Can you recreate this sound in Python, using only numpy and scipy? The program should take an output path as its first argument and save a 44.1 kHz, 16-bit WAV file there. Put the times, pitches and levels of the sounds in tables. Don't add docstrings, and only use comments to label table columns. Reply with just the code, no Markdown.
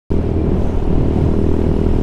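import sys
import numpy as np
from scipy import signal
from scipy.io import wavfile
from scipy.ndimage import uniform_filter1d

SR = 44100
rng = np.random.default_rng(int(sys.argv[2]) if len(sys.argv) > 2 else 0)


def invert_db(level):
    return 10 ** (np.asarray(level, dtype=float) / 20)


def log_audio(samples):
    frames = np.atleast_2d(samples).T
    limited = np.clip(frames, -1, 1)
    pcm = np.round(limited * 32767).astype(np.int16)
    wavfile.write(sys.argv[1], SR, pcm)


N = 89214
TIME = np.arange(N) / SR

# (time [s], exhaust level [dB], throttle brightness [dB])
ENGINE_LOAD = [
    (.1, 2.5, 4.5),
    (.2, -4.5, -1.5),
    (.45, -1.5, -3),
    (.7, -7, 1),
    (.95, -1, -0.5),
    (1.15, 0.5, 2.5),
    (1.35, 1.5, 2.5),
    (1.5, 1.5, 3),
    (2.03, -.5, 3),
]


def level(x, db):
    return x * invert_db(db) / np.sqrt(np.mean(x ** 2))


def curve(table, column=1):
    rows = np.array(table, float)
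    return np.interp(TIME, rows[:, 0], rows[:, column])


def band(x, hz, width):
    return signal.lfilter(*signal.iirpeak(min(hz, .45 * SR), hz / width, fs=SR), x)


def noise(hz, width):
    once = band(rng.standard_normal(N), hz, width)
    return level(band(once, hz, width), 0)


def walk(rate):
    hold = int(SR / rate)
    steps = np.repeat(rng.standard_normal(N // hold + 1), hold)
    return 1.23 * uniform_filter1d(uniform_filter1d(steps, hold), hold)[:N]


def bump(x, centre, width):
    return np.exp(-.5 * ((x - centre) / width) ** 2)


def nearest_firing(cycles, hz):
    firing = np.round(cycles).astype(int)
    return firing, 1000 * (cycles - firing) / hz


def exhaust(cycles, hz):
    # (delay [ms], width [ms], peak [dB], share of load [0-1])
    suction_blows = [
        (-1.33, .45, -2, 1),
        (-3.45, .45, -18, .3),
        (9, 1.1, -17, 0),
    ]
    firing, ms = nearest_firing(cycles, hz)
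    load_db = curve(ENGINE_LOAD)
    scatter_db = (1.1 - .35 * load_db) * rng.standard_normal((200, 3))[firing].T

    blows = 0
    for (lag, width, db, share), uneven_db in zip(suction_blows, scatter_db):
        blows = blows - invert_db(db + share * load_db + uneven_db) * bump(ms, lag, width)
    ripple_db, silencer_hz, bass_cut_hz = 3.5, 443, 65
    pipe = signal.lfilter(*signal.cheby1(4, ripple_db, silencer_hz, fs=SR), blows)
    tailpipe = invert_db(-11.5) * band(pipe, 413, 44)
    front = invert_db(-9.5 + load_db + scatter_db[0]) * bump(ms, -1.264, 0.51)
    return signal.lfilter(*signal.butter(1, bass_cut_hz, "high", fs=SR), pipe + tailpipe + front)


def valve(cycles, hz):
    # (frequency [Hz], width [Hz], level [dB], gain per dB of brightness [dB/dB])
    head_modes = [
        (635, 55, 9, .1),
        (945, 85, 8, 1.6),
        (1390, 100, 5, 1.1),
        (2200, 500, 4, 1.1),
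        (510, 50, 3, 1.5),
    ]
    firing, ms = nearest_firing(cycles, hz)
    scatter_db = 1.5 * rng.standard_normal(200)[firing]
    rap = -invert_db(-23 + scatter_db) * bump(ms, -2.5, .22)
    brightness_db = curve(ENGINE_LOAD, column=2)
    out = rap
    for mode_hz, width, db, gain in head_modes:
        out = out + invert_db(db + gain * brightness_db) * band(rap, mode_hz, width)
    return out


def crank(cycles):
    lag = -.026
    size = np.sqrt(2) * invert_db(-22 + 2 * walk(9.86))
    return -size * np.cos(4 * np.pi * (cycles - lag))


def clatter(cycles, hz):
    # (from [Hz], to [Hz], level [dB], bursts [per cycle], lag [cycles], decay [ms])
    loose_parts = [
        (772, 1613, -53, 1, -0.064, 5.6),
        (1398, 4520, -54, 1, -0.064, 4.3),
        (1610, 4050, -57.5, 2, -0.1, 7.8),
        (4060, 8020, -61, 2, -.1, 9.3),
        (7980, 12400, -66.5, 2, -0.13, 5.1),
        (12500, 18000, -75, 2, -.1, 3),
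    ]
    rise_ms, scatter_db, relative_width = 0.89, 5.5, 0.053 * 2
    out = 0
    for lo_hz, hi_hz, db, count, lag, decay_ms in loose_parts:
        beat = count * (cycles - lag)
        ms = 1000 * (beat % 1) / count / hz
        gate = np.exp(-ms / decay_ms) * (1 - np.exp(-ms / rise_ms))
        parts = 0
        for part_hz in np.geomspace(lo_hz, hi_hz, num=9)[:-1]:
            width = part_hz * relative_width
            size = invert_db(scatter_db * rng.uniform(-1.7, 1.7, size=400))[beat.astype(int)]
            struck = size * gate * noise(part_hz, width)
            parts = parts + band(struck, part_hz, width) * lo_hz / part_hz
        out = out + level(parts, db)
    return out * invert_db(curve(ENGINE_LOAD, column=2))


def tappet(cycles):
    # (time [s], level [dB])
    ping_level = [
        (.1, -71),
        (.9, -71),
        (1.2, -66),
        (1.45, -63),
        (1.75, -62),
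        (2.03, -65),
    ]
    ping_hz, width_hz, lag = 5260, 75, .4
    struck = np.diff(np.floor(cycles - lag), prepend=0)
    struck = struck * invert_db(2 * rng.standard_normal(N)) * rng.choice([-1, 1], size=N)
    struck[0] = 0
    ping = band(band(struck, ping_hz, width_hz), ping_hz, 6 * width_hz)
    return level(ping, 0) * invert_db(curve(ping_level))


def whines(cycles):
    # (frequency [Hz], width [Hz], level [dB], from [s], to [s], throbs [per cycle])
    whistles = [
        (2360, 80, -56.5, .05, .55, 2),
        (2934, 90, -66, .8, 2.1, 1),
    ]
    out = 0
    for hz, width, db, start, end, count in whistles:
        pulse_db = 4 * np.cos(2 * np.pi * count * (cycles - .45))
        throb = invert_db(pulse_db + 0.5 * walk(43))
        fade = np.clip(np.minimum(TIME - start, end - TIME) / 0.067, 0, 1)
        out = out + throb * invert_db(db) * noise(hz, width) * fade
    return out


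def air(spectrum, flicker_db, shared_db):
    rows, out = np.array(spectrum, float), 0
    for hz in 7.5 * 2 ** np.arange(0, 11.1, .5):
        if .9 * rows[0, 0] < hz < 1.1 * rows[-1, 0]:
            density_db = np.interp(np.log(hz), np.log(rows[:, 0]), rows[:, 1])
            db = density_db + 10 * np.log10(hz)
            out = out + invert_db(db + flicker_db * walk(11.56) + shared_db(hz)) * noise(hz, hz / 2)
    return level(out, 0)


def wind():
    # (time [s], level [dB])
    gust_level = [(.1, -7), (.2, -1.5), (.4, -3), (.56, -0.5), (.7, -1.5), (.85, -2), (1.0, -0.5),
                  (1.1, -1.5), (1.24, -1), (1.33, -3.5), (1.6, -2.5), (1.73, -2.5), (1.85, -3),
                  (2.02, -2.5)]
    # (frequency [Hz], density [dB per Hz])
    buffet_spectrum = [(8, 4.5), (14, 2), (30, -4.5), (60, -12), (150, -10), (300, -17), (600, -23.5),
                       (1400, -51)]
    rush_spectrum = [(500, -6.5), (1000, -1), (1600, -1.5), (2500, 3), (4000, -12.5), (8000, -20.5),
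                     (12000, -33.5), (15500, -51)]
    gust, flap = curve(gust_level), walk(25.3)
    brightness_db = curve(ENGINE_LOAD, column=2)

    def rush_swell(hz):
        return brightness_db * min(hz / 6000, 1.5) + 0.9 * gust + .5 * flap

    buffet = air(buffet_spectrum, 2, lambda hz: gust)
    rush = air(rush_spectrum, 0.5, rush_swell)
    return invert_db(-16.5) * buffet + invert_db(-46.5) * rush


def swishes():
    # (peak [s], rise [s], fall [s], frequency [Hz], width [Hz], level [dB])
    kerb_hiss = [
        (.62, .03, .05, 12800, 2500, -68),
        (.69, .06, .05, 6200, 800, -58),
        (0.61, 0.033, .05, 5000, 6000, -58.5),
        (.11, .01, .04, 13000, 7000, -69),
    ]
    out = 0
    for peak, rise, fall, hz, width, db in kerb_hiss:
        swell = bump(TIME, peak, np.where(TIME < peak, rise, fall))
        out = out + invert_db(db) * noise(hz, width) * swell
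    return out


def thumps():
    # (time [s], frequency [Hz], length [s], level [dB])
    eddies = [(0.135, 42.7, 0.013, -20), (0.391, 79.4, 0.029, -19), (0.414, 308, 0.024, -24),
              (0.48, 22, 0.042, -24), (.56, 174, 0.031, -20.5), (.625, 80.4, 0.015, -18.5),
              (0.876, 40, 0.017, -21), (.91, 175, 0.012, -17.5), (.76, 146.7, 0.075, -33),
              (1.39, 200.4, 0.026, -24), (1.0, 134.4, 0.024, -17), (0.99, 30.7, 0.023, -19),
              (1.096, 22.6, 0.023, -27), (1.167, 216, 0.018, -21.5), (1.182, 743, 0.0071, -27.5),
              (1.236, 131.5, 0.028, -19), (1.70, 162, 0.016, -18.5), (1.74, 28.4, 0.023, -19),
              (1.76, 79, 0.014, -23), (1.911, 30, 0.067, -17.5), (1.966, 30.5, 0.0083, -14.5)]
    out = 0
    for start, hz, length, db in eddies:
        since = TIME - start
        turns = hz * since * (1 - 1.08 * since) + rng.uniform()
        out = out + np.sqrt(2) * invert_db(db) * bump(since, 0, length) * np.cos(2 * np.pi * turns)
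    return out


def scene():
    # (time [s], firing rate [per s])
    revs = [
        (.1, 40.81),
        (.3, 39.84),
        (.55, 39.14),
        (.8, 38.64),
        (1.08, 38.77),
        (1.3, 39.44),
        (1.5, 39.98),
        (1.75, 40.28),
        (2.03, 40.47),
    ]
    hz = curve(revs)
    cycles = np.cumsum(hz) / SR - .793 + 2
    engine = exhaust(cycles, hz) + valve(cycles, hz) + crank(cycles)
    engine = engine + clatter(cycles, hz) + tappet(cycles) + whines(cycles)
    return (engine + wind() + swishes() + thumps())[None]


def top_cut(x):
    return signal.sosfilt(signal.butter(12, 16290, fs=SR, output="sos"), x)


def record(dry):
    start_s, fade_s, end_fade_s, top_hz = .1035, .0007, .006, 15480
    fade_in = np.clip((TIME - start_s) / fade_s, 0, 1)
    fade_out = np.clip(TIME[::-1] / end_fade_s, 0, 1)
    limited = np.tanh(.8 * dry) / .8
    cut = signal.sosfilt(signal.ellip(10, .2, 70, top_hz, fs=SR, output="sos"), limited)
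    return top_cut(cut * fade_in * fade_out)


dry = scene()
out = record(dry)
log_audio(out)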